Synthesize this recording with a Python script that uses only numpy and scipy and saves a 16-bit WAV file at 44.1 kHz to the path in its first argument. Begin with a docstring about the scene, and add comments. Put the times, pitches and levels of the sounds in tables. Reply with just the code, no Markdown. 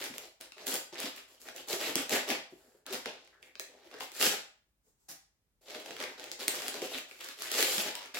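"""Opening a paper bag

A paper bag with a book inside is opened by hand in a small, lively room, and the book is pulled out.
Envelopes of the hand moves drive dense grains: fluttering walls, crackling sheet, fizzing fibres.
Noise bursts make snapping creases, small ticks and dull bumps; rapid slips excite gliding scrapes.
In a pause a sleeve brushes and something small lands, skitters and rings faintly.
Echo patterns with drifting shares form the room, over faint rumble and hiss."""
import sys
import numpy as np
from scipy import signal
from scipy.fft import rfft, irfft, next_fast_len
from scipy.io import wavfile
from scipy.ndimage import uniform_filter1d, map_coordinates

SR = 44100
rng = np.random.default_rng(int(sys.argv[2]) if len(sys.argv) > 2 else 0)


def wrap_up_sound(samples):
    """Save the sound to the file named by the first command line argument, as 16-bit audio."""
    columns = np.atleast_2d(samples).T
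    # keep every value between -1 and 1, then stretch to whole-number steps
    tamed = np.clip(columns, -1, 1)
    steps = np.round(tamed * 32767).astype(np.int16)
    wavfile.write(sys.argv[1], SR, steps)


N = 361179

# All event and spectrum levels are relative: the mix sets the final gains.
# still room, spectrum: (frequency [Hz], level [dB])
QUIET_SPECTRUM = [(20, -9.5), (45, 2.5), (90, -7.5), (170, -12), (500, -20.5), (1000, -24), (2200, -26.5),
                  (4000, -29), (12000, -29.5), (16000, -39.5)]
# room decay: (frequency [Hz], T60 [s])
ROOM_T60 = [(100, 0.39), (300, 0.21), (700, 0.41), (2500, 0.4), (5500, 0.37), (8000, 0.34), (15000, 0.22)]
# left-right correlation of diffuse sound: (frequency [Hz], correlation [-1 to 1])
DIFFUSE_CORRELATION = [(100, 0.68), (280, 0.84), (500, 0.78), (1000, 0.083), (2500, -0.12), (8000, -.15)]
# sleeve brushes: (start [s], rise [s], hold [s], level [dB])
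SLEEVE_BRUSHES = [(4.81, .065, .02, -74.5), (4.94, .08, 0.0685, -77)]
# sleeve, spectrum: (frequency [Hz], level [dB])
SLEEVE_SPECTRUM = [(59, -33), (100, -10), (249, -10.5), (433, -10), (535, -22.5), (854, -17), (2990, -25.5),
                   (6700, -13), (7450, -10), (9410, -20.5), (16000, -18.5)]
# small thing skittering, spectrum: (frequency [Hz], level [dB])
CLATTER_SPECTRUM = [(71, -38.5), (120, -10), (402, -9.5), (483, -19), (773, -5), (892, -15), (1720, -9.5),
                    (1830, -9), (2070, -11), (3310, -12.5), (3660, -10.5), (5870, -4), (8480, -9.5),
                    (15000, -8), (16000, -18.5)]
# soft, heavy contacts of hands and book: (time [s], level [dB], resonance [Hz])
SOFT_BUMPS = [(0.098, -46.0, 290), (0.729, -45.5, 240), (0.931, -56, 402), (1.039, -39.5, 300),
              (1.729, -34.5, 400), (1.893, -42, 250), (1.954, -31.5, 275), (2.122, -33.6, 240),
              (2.298, -37, 269), (2.522, -47, 400), (2.675, -63, 430), (2.745, -57.5, 420),
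              (2.904, -40.5, 400), (2.939, -43.4, 250), (3.056, -47, 446), (3.694, -56.8, 520),
              (3.859, -60.1, 380), (3.941, -45, 444), (4.266, -37.5, 230), (4.864, -72.5, 450),
              (5.752, -44.5, 450), (5.904, -43.5, 418), (6.035, -45.9, 453), (6.771, -44.3, 330),
              (6.817, -31.5, 441), (6.944, -46, 260), (7.59, -33, 458), (7.774, -43.5, 216),
              (7.857, -50, 188)]
# rubbing strokes along the paper: (start [s], end [s], start pitch [Hz], end pitch [Hz], level [dB])
RUB_STROKES = [(0.99, 1.057, 3250, 3000, -60), (1.838, 1.919, 2460, 2100, -46),
               (2.127, 2.195, 2060, 1690, -37), (2.59, 2.83, 1550, 1560, -78.5),
               (2.863, 2.937, 1500, 1170, -54.5), (3.1, 3.212, 3900, 3470, -69),
               (3.325, 3.4, 1630, 1440, -67.5), (3.423, 3.525, 2390, 2130, -64),
               (3.927, 4.035, 1315, 2185, -58), (4.003, 4.054, 807, 830, -50),
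               (6.017, 6.117, 2060, 1850, -50.5), (6.935, 6.965, 3300, 3900, -40.5),
               (7.602, 7.664, 2320, 2900, -40.5), (7.942, 8.044, 930, 1010, -53.5)]
# creases snapping through: (time [s], level over 2 ms [dB], tilt above resonance [dB/octave])
CREASE_SNAPS = [(0.0407, -34, -5), (0.1396, -42.5, -9.5), (0.1817, -33, -4), (0.411, -39.5, -2.5),
                (0.5206, -44, -10), (0.5815, -46, -13), (0.6688, -29.5, -3.5), (0.6796, -29.5, -2),
                (0.7414, -26, 2), (0.7552, -30, -5.5), (0.9339, -50.5, -8.5), (0.9738, -43.5, -9.5),
                (1.0021, -32, -3), (1.163, -46, 1.5), (1.416, -47, -2), (1.4874, -38.8, -9),
                (1.5629, -39.3, -3), (1.686, -37, -3.5), (1.73, -27.5, -4.5), (1.9559, -20.5, -3),
                (2.095, -30, -2.5), (2.2893, -33.5, -2), (2.303, -26.5, -6.5), (2.351, -33.5, -15.5),
                (2.865, -38, -4), (2.9089, -42.5, -8), (2.9271, -35, -2.5), (2.9344, -34.5, -2),
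                (3.0587, -30.5, -11.5), (3.275, -55.5, -8.5), (3.4276, -47.5, -9.5), (3.5545, -43.5, -12.5),
                (3.5969, -31, -4.5), (3.9135, -49, -11.5), (3.941, -49, -10), (4.0073, -34, -9),
                (4.1182, -44, -4), (4.1662, -42.5, -0.4), (4.2261, -19.5, -4.5), (5.6998, -45.5, -9.5),
                (5.7492, -39.5, -11), (5.8001, -46, -4.5), (5.8604, -41, -7.5), (5.9082, -38, -10),
                (5.9664, -39.5, -9.5), (6.0022, -35.5, -9), (6.0254, -36.5, -8.5), (6.039, -33.5, -10.5),
                (6.1969, -41, -6.5), (6.2412, -39, -5.5), (6.3161, -32.5, -4.6), (6.407, -37, -6),
                (6.4319, -40.5, -6), (6.4812, -17.5, -2), (6.5539, -35.5, 0.5), (6.6202, -35.5, -10),
                (6.6819, -28, -4), (6.742, -35, -7.5), (6.819, -36, -7), (6.9466, -36.5, -11),
                (6.952, -37, -11), (6.9841, -34, -6.5), (7.1123, -42.5, -12), (7.2091, -42, -4),
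                (7.2446, -39, -2), (7.2876, -38, -6.5), (7.4214, -32, -2.5), (7.5165, -26.5, -2.5),
                (7.542, -32.5, -5.5), (7.6059, -26.5, -4.7), (7.6271, -20, -5), (7.7818, -25.5, -7.5),
                (7.9532, -32.5, -3.5), (8.0587, -44.5, -9), (8.146, -35.5, -7)]
# hollow resonances of the bag: (frequency [Hz], width [Hz], level [dB])
BAG_MODES = [(253, 50, 3.5), (380, 72.4, 6), (434, 35, 6.5), (512.4, 30, 3), (624, 57, 0), (820, 190, -8)]
# bag walls, spectrum: (frequency [Hz], level [dB])
WALL_SPECTRUM = [(25, -24), (50, -15), (100, -7), (150, -3), (230, -12.5), (700, 0), (1100, 1.5),
                 (2500, -36.5)]
# crackling sheet, spectrum: (frequency [Hz], level [dB])
SHEET_SPECTRUM = [(200, -45), (550, -38.5), (900, -4.5), (1200, 5.5), (1900, 5.5), (3200, 7.5), (4800, 5),
                  (6200, 1.5), (9000, -15), (16000, -38)]
# rubbing fibres, spectrum: (frequency [Hz], level [dB])
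FIBRE_SPECTRUM = [(2000, -42), (4500, 0.5), (6200, -3.5), (7300, 5.5), (8700, -4.5), (11500, 1.5),
                  (13000, -1), (15800, -5)]
# hand moves bending the bag:
# (start [s], rise [s], hold [s], wall flexing [dB], sheet crackle [dB], fibre fizz [dB])
HAND_MOVES = [(0.0, 0.0017, 0.062, -46.0, -43, -45.5), (0.134, 0.011, 0.114, -54, -54.5, -55.0),
              (0.397, 0.0091, 0.037, -56, -54.5, -59), (0.548, 0.042, 0.062, -51.5, -52, -60.5),
              (0.652, 0.022, 0.089, -40.5, -41.0, -37), (0.917, 0.013, 0.042, -49.5, -49.5, -67),
              (0.969, 0.022, 0.071, -47, -42, -46), (1.124, 0.044, 0.028, -57.5, -52, -56),
              (1.267, 0.021, 0.058, -63.5, -62.0, -62.5), (1.394, 0.01, 0.044, -65, -62.5, -56.5),
              (1.438, 0.032, 0.025, -51, -53.5, -58), (1.536, 0.016, 0.05, -49.5, -51, -54.5),
              (1.657, 0.041, 0.044, -40.5, -41, -39), (1.771, 0.043, 0.076, -38, -37.5, -40),
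              (1.945, 0.016, 0.053, -42, -40, -43.0), (2.077, 0.056, 0.032, -30.5, -30, -33.5),
              (2.257, 0.038, 0.025, -33, -33, -40.5), (2.489, 0.014, 0.277, -67.5, -74.5, -69.5),
              (2.848, 0.03, 0.048, -47.5, -49, -65.0), (2.909, 0.023, 0.016, -42, -40, -43.5),
              (3.053, 0.004, 0.0086, -37.5, -40.5, -55.5), (3.124, 0.038, 0.096, -64.5, -62.5, -80),
              (3.265, 0.011, 0.36, -69.5, -74, -82.5), (3.418, 0.007, 0.039, -63, -75, -65),
              (3.593, 0.006, 0.011, -57, -55.5, -56.5), (3.67, 0.018, 0.168, -62.5, -66.5, -77),
              (3.813, 0.043, 0.066, -62, -64, -70.5), (3.894, 0.035, 0.066, -53.5, -55.5, -71),
              (3.996, 0.009, 0.024, -48.5, -44.5, -47), (4.095, 0.096, 0.02, -54, -46.5, -45.5),
              (4.183, 0.035, 0.043, -32, -26, -26), (4.283, 0.011, 0.052, -43.5, -37, -43),
              (5.607, 0.008, 0.051, -68, -69, -67), (5.641, 0.055, 0.12, -49.5, -49, -57.5),
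              (5.83, 0.028, 0.266, -49, -51, -58.5), (5.982, 0.023, 0.029, -46.5, -43, -54.5),
              (6.171, 0.013, 0.147, -50.5, -51, -60), (6.378, 0.022, 0.037, -44.5, -42.5, -46.5),
              (6.458, 0.022, 0.212, -44.0, -42.5, -44.5), (6.691, 0.041, 0.052, -42.5, -44.5, -51.5),
              (6.809, 0.011, 0.031, -43, -41.5, -45.5), (6.876, 0.039, 0.063, -47.5, -44.5, -47.5),
              (7.068, 0.029, 0.096, -63, -60, -59.5), (7.197, 0.01, 0.107, -59, -47, -53),
              (7.35, 0.065, 0.09, -51.0, -44, -46), (7.499, 0.046, 0.039, -39.5, -31.5, -34.5),
              (7.562, 0.028, 0.06, -39.5, -33.0, -32.0), (7.645, 0.026, 0.14, -41, -38.0, -34.0),
              (7.814, 0.032, 0.041, -41, -39, -44.5), (7.934, 0.012, 0.13, -58, -50.5, -61),
              (8.137, 0.01, 0.05, -44.5, -39.5, -43.5)]

RELEASE_DB_PER_S, EASE_DB_PER_S = 329.5, 10  # settling after the hand stops; easing while held
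JERK_DB, JERKS_PER_S = 1.5, 45  # the paper gives way unevenly
FACET_HZ = 2100  # lowest resonance of the patch of paper beside a crease
CRACK_T60_S = 0.009  # for a snap of -36.5 dB
SHOVE_DB = -36  # the bag's hollow answer against the snap
SCRAPE_WIDTH = 0.16  # fraction of the gliding pitch
LANDING_S, LANDING_RISE_S, LANDING_HOLD_S = 5.082, 0.0077, 0.025
LANDING_DB, SKITTER_DB_PER_S = -47, 450
TOP_HZ = 16000


def amp(db):
    """Decibels to gain."""
    return 10 ** (np.asarray(db) / 20)


def unit(x):
    """Scale to rms 1."""
    return x / np.sqrt(np.mean(x ** 2) + 1e-20)


def along(points, hz):
    """Read (frequency, value) points on a log frequency axis."""
    f, v = np.transpose(points)
    return np.interp(np.log(hz + 1), np.log(f + 1), v)


def filtered(x, response):
    """Apply a complex response of frequency, zero-padded."""
    n = x.shape[-1]
    m = next_fast_len(n + min(n, 8192), real=True)
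    spectrum = rfft(x, m) * response(np.fft.rfftfreq(m, 1 / SR))
    return irfft(spectrum, m)[..., :n]


def coloured(x, spectrum, size=2048):
    """Minimum-phase filter with the given spectrum: causal, so attacks stay sharp."""
    gain = amp(along(spectrum, np.fft.rfftfreq(size, 1 / SR)))
    cepstrum = irfft(np.log(gain))
    cepstrum[1:size // 2] *= 2
    cepstrum[size // 2:] = 0
    impulse = irfft(np.exp(rfft(cepstrum)))
    return signal.oaconvolve(x, impulse[None], axes=1)[:, :N]


def diffuse(pair):
    """Mix two unrelated signals to a diffuse field: alike in the bass, apart in the treble."""
    def mid_side_gains(hz):
        turn = np.arccos(np.clip(along(DIFFUSE_CORRELATION, hz), -1, 1)) / 2
        return np.array([np.cos(turn), np.sin(turn)])
    mid, side = filtered(pair, mid_side_gains)
    return np.array([mid + side, mid - side])


def add(track, s, sound):
    """Mix a sound into a track at time s."""
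    part = track[:, max(round(s * SR), 0):][:, :sound.shape[-1]]
    part += sound[..., :part.shape[-1]]


def wobble(knots_per_s):
    """Random curve, linear between normally distributed knots."""
    place = np.arange(N) * knots_per_s / SR
    return map_coordinates(rng.standard_normal(4000), [place], order=1, mode="wrap")


def stroke(rise_s, hold_s, release_db_per_s, stiffness=2.73):
    """Envelope of one movement: resistance, giving way, slight easing while held, settling."""
    t = np.arange(SR * 3 // 4) / SR
    swell = np.sin(np.pi / 2 * np.clip(t / rise_s, 0, 1)) ** stiffness
    ease_db = EASE_DB_PER_S * np.maximum(t - rise_s, 0)
    release_db = release_db_per_s * np.maximum(t - rise_s - hold_s, 0)
    return swell * amp(-ease_db - release_db)


def grains(rate_per_s, scatter_db, spread_s, steady_s):
    """Stereo train of tiny uneven slips, each from its own spot, with power near 1."""
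    chance, size, spot = rng.random(N), rng.standard_normal(N), rng.standard_normal(N)
    push = (chance < rate_per_s / SR) * amp(scatter_db * np.clip(size, -2, 2))
    push *= rng.choice([-1, 1], N)
    local_power = uniform_filter1d(push ** 2, max(int(steady_s * SR), 1))
    push /= np.sqrt(np.abs(local_power) + 1e-6)
    at = np.flatnonzero(push)
    delay = np.round(spot[at] * spread_s * SR).astype(int)
    far = np.clip(at + delay, 0, N - 1)  # arrival in the right channel
    return np.array([push, np.bincount(far, push[at], N)])


def background():
    """Faint rumble and hiss of the still room: diffuse coloured noise."""
    return amp(-79.5) * unit(coloured(diffuse(rng.standard_normal((2, N))), QUIET_SPECTRUM))


def room(x, gap_s=0.0025, build_s=0.001, drift_per_s=22, count=4):
    """Walls answer after a short gap; parts of the moving bag feed different echo patterns."""
    shares = np.array([wobble(drift_per_s) for _ in range(count)])
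    shares /= np.sqrt(np.sum(shares ** 2, axis=0))
    wet = np.zeros((2, N))
    for share in shares:
        hz, t, z = signal.stft(rng.standard_normal((2, SR // 2)), SR, nperseg=256)
        decay = amp(-60 * t / along(ROOM_T60, hz)[:, None])
        tail = signal.istft(z * decay, SR, nperseg=256)[1]
        age = np.maximum(np.arange(tail.shape[1]) / SR - gap_s, 0)
        tail = diffuse(tail * (1 - np.exp(-age / build_s)))
        tail *= np.sqrt(2) / np.linalg.norm(tail)
        wet += signal.oaconvolve(share * x[:1], tail, axes=1)[:, :N]
    return wet


def sleeve():
    """A sleeve brushes as the arm reaches out: coloured noise under movement envelopes."""
    brushing = np.zeros((1, N))
    for start, rise_s, hold_s, db in SLEEVE_BRUSHES:
        add(brushing, start, amp(db) * stroke(rise_s, hold_s, RELEASE_DB_PER_S))
    return brushing * unit(coloured(rng.standard_normal((2, N)), SLEEVE_SPECTRUM))


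def landing(ring_hz=775, ring_t60_s=0.298, ring_db=-69):
    """A small thing lands and skitters in dense contacts; a decaying sine is its faint ring."""
    skitter = np.zeros((1, N))
    contacts = grains(rate_per_s=3000, scatter_db=2.5, spread_s=0.00018, steady_s=0.01)
    envelope = stroke(LANDING_RISE_S, LANDING_HOLD_S, SKITTER_DB_PER_S)
    add(skitter, LANDING_S, amp(LANDING_DB) * envelope)
    sound = skitter * unit(coloured(contacts, CLATTER_SPECTRUM))
    t = np.arange(SR // 2) / SR
    ring = amp(ring_db - 60 * t / ring_t60_s) * np.sin(2 * np.pi * ring_hz * t)
    add(sound, LANDING_S, ring)
    return sound


def bumps(t60_s=0.053, rise_s=0.002, sharpness=6.6):
    """A soft, heavy contact pushes a broad surface: a dull, short boom."""
    track = np.zeros((2, N))
    t = np.arange(SR // 8) / SR
    for s, db, pitch_hz in SOFT_BUMPS:
        def surface(hz):
            resonance = 1j * hz / (pitch_hz ** 2 - hz ** 2 + 1j * hz * pitch_hz / sharpness)
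            return resonance / (1 + 1j * hz / 550) ** 3
        push = rng.standard_normal(len(t)) * amp(-60 * t / t60_s) * (1 - np.exp(-t / rise_s))
        boom = filtered(push, surface)
        boom = filtered(boom, lambda hz: 1j * hz / (170 + 1j * hz))  # thin wall: little bass
        add(track, s, amp(db - 12.5) * unit(boom))
    return track


def scrapes(size=256):
    """Rapid slips excite a gliding sheet resonance; each stroke starts fast and eases off."""
    track = np.zeros((2, N))
    slips = grains(rate_per_s=1700, scatter_db=6.0, spread_s=0.00003, steady_s=0.012)
    for start, end, from_hz, to_hz, db in RUB_STROKES:
        length = max(round((end - start) * SR), 2 * size)
        part = slips[:, round(start * SR):][:, :length]
        hz, t, z = signal.stft(part, SR, nperseg=size)
        glide_hz = np.geomspace(from_hz, to_hz, len(t))
        off = (hz[:, None] / glide_hz - 1) / (2 * SCRAPE_WIDTH)
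        rub = signal.istft(z / (1 + off ** 2) ** 2, SR, nperseg=size)[1][:, :length]
        speed = signal.windows.tukey(length, 0.12) * amp(np.linspace(3, -6, length))
        add(track, start, amp(db) * unit(rub) * speed)
    return track


def facet(hz, pitch_hz, tilt_db, sharpness):
    """A patch of paper radiates from its lowest resonance upwards; tilt in dB/octave."""
    u = hz / pitch_hz
    resonance = u * u / (1 - u * u + 1j * u / sharpness)
    return resonance * amp(tilt_db * np.log2(np.maximum(u, 1)))


def ticks(crackling, count=640, pitch_hz=2600, spread=0.46, scatter_db=4.0, t60_s=0.006,
          tilt_db=-8, most_db=-39):
    """Small creases flip at random, each at its own pitch, louder with the crackle drive."""
    track = np.zeros((2, N))
    # a small crease can store only so much
    strain = np.minimum(uniform_filter1d(crackling, SR // 50), amp(most_db))
    t = np.arange(SR // 80) / SR
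    places = rng.integers(0, N, count)
    draws = np.clip(rng.standard_normal((count, 2)), -2, 2)
    for at, (size, high) in zip(places, draws):
        common, side = rng.standard_normal((2, len(t))) * amp(-60 * t / t60_s)
        burst = np.array([common + 0.81 * side, common - 1.4 * side])
        own_hz = pitch_hz * np.exp(spread * high)
        tick = filtered(burst, lambda hz: facet(hz, own_hz, tilt_db, sharpness=1.6))
        add(track, at / SR, strain[at] * amp(scatter_db * size - 9.5) * unit(tick))
    return track


def hollow(x):
    """Air and walls of the bag ring briefly; white input keeps its power."""
    def ring(hz):
        total = 0
        for k, (centre, width, db) in enumerate(BAG_MODES):
            damping = 1j * hz * width
            mode = amp(db) * damping / (centre * centre - hz * hz + damping)
            total = total + (-1) ** k * mode  # alternating sign
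        return total
    answer = filtered(signal.unit_impulse((1, SR // 8), (0, 0)), ring)
    answer = coloured(answer, WALL_SPECTRUM)
    return signal.oaconvolve(x, answer / np.linalg.norm(answer), axes=1)[:, :N]


def snaps(longer_per_db=-0.03, thump_t60_s=0.012, apart=0.91):
    """Each crease cracks, louder ones more briefly, and shoves the bag wall in proportion."""
    cracks, shoves = np.zeros((2, N)), np.zeros((2, N))
    t = np.arange(SR // 25) / SR
    for s, db, tilt_db in CREASE_SNAPS:
        common, side, push = rng.standard_normal((3, len(t)))
        life_s = CRACK_T60_S * np.exp(longer_per_db * (db + 36.5))
        burst = np.array([common + apart * side, common - apart * side]) * amp(-60 * t / life_s)
        burst = filtered(burst, lambda hz: facet(hz, FACET_HZ, tilt_db, sharpness=0.61))
        add(cracks, s, amp(db) * unit(burst) / np.sqrt(20))  # energy of 2 ms in 40 ms
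        push = filtered(push * amp(-60 * t / thump_t60_s), lambda hz: 1 / (1 + (hz / 650) ** 4))
        add(shoves, s, amp(db) * unit(push) / np.sqrt(2))
    return amp(0.58) * cracks + amp(SHOVE_DB) * hollow(shoves)


def handling():
    """Flexing, crackle and fizz drive: hand moves add in power, with small jerks."""
    power = np.zeros((3, N))
    for start, rise_s, hold_s, *levels_db in HAND_MOVES:
        envelope = stroke(rise_s, hold_s, RELEASE_DB_PER_S)
        add(power, start, np.outer(amp(levels_db), envelope) ** 2)
    return np.sqrt(power) * amp(JERK_DB * wobble(JERKS_PER_S))


def bending(x, depth_db, width_hz, last_s, size=512):
    """As the sheet changes shape, patches of its spectrum swell and fade."""
    z = signal.stft(x, nperseg=size)[2]
    rows, cols = np.indices(z.shape[1:])
    across = np.sqrt(rows * SR / size / width_hz)  # patches widen with frequency
    over = cols * size / 2 / SR / last_s
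    knots = rng.standard_normal((40, 1200))
    field = map_coordinates(knots, np.array([across, over]), order=1, mode="wrap")
    return signal.istft(z * amp(depth_db * field), nperseg=size)[1][:, :N]


def rustle(flexing, crackling, fizzing):
    """Bending paper: the walls flutter, small creases crackle, fibres rub."""
    flutter = grains(rate_per_s=500, scatter_db=3.5, spread_s=0.00002, steady_s=0.033)
    flex = amp(-4) * flexing * unit(hollow(flutter))
    crackle = grains(rate_per_s=950, scatter_db=2.5, spread_s=0.00005, steady_s=0.042)
    crackle = coloured(crackle, SHEET_SPECTRUM)
    crackle = bending(crackle, depth_db=3.0, width_hz=115.5, last_s=0.02)
    sheet = amp(-2) * crackling * unit(crackle)
    rubbing = grains(rate_per_s=4000, scatter_db=0.0, spread_s=0.00005, steady_s=0.039)
    fizz = amp(-1.5) * fizzing * unit(coloured(rubbing, FIBRE_SPECTRUM))
    return flex + sheet + fizz


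def scene():
    """Paper close by, the small thing slightly more reverberant, all in one room."""
    flexing, crackling, fizzing = handling()
    paper = rustle(flexing, crackling, fizzing) + scrapes() + bumps()
    cracks = snaps() + ticks(crackling)
    small = sleeve() + landing()
    direct = amp(-1.0) * paper + cracks + small
    echo = room(amp(-2.5) * paper + amp(-2.0) * cracks + amp(-1.0) * small)
    balance = amp([[0.3], [-0.3]])  # left, right
    return (direct + echo) * balance + background()


def record(dry, low_cut_hz=36):
    """Band limit: the deepest bass rolls off, nothing passes from TOP_HZ up."""
    return filtered(dry, lambda hz: (hz < TOP_HZ) * hz ** 4 / (hz ** 4 + low_cut_hz ** 4))


dry = scene()
out = record(dry)
wrap_up_sound(out)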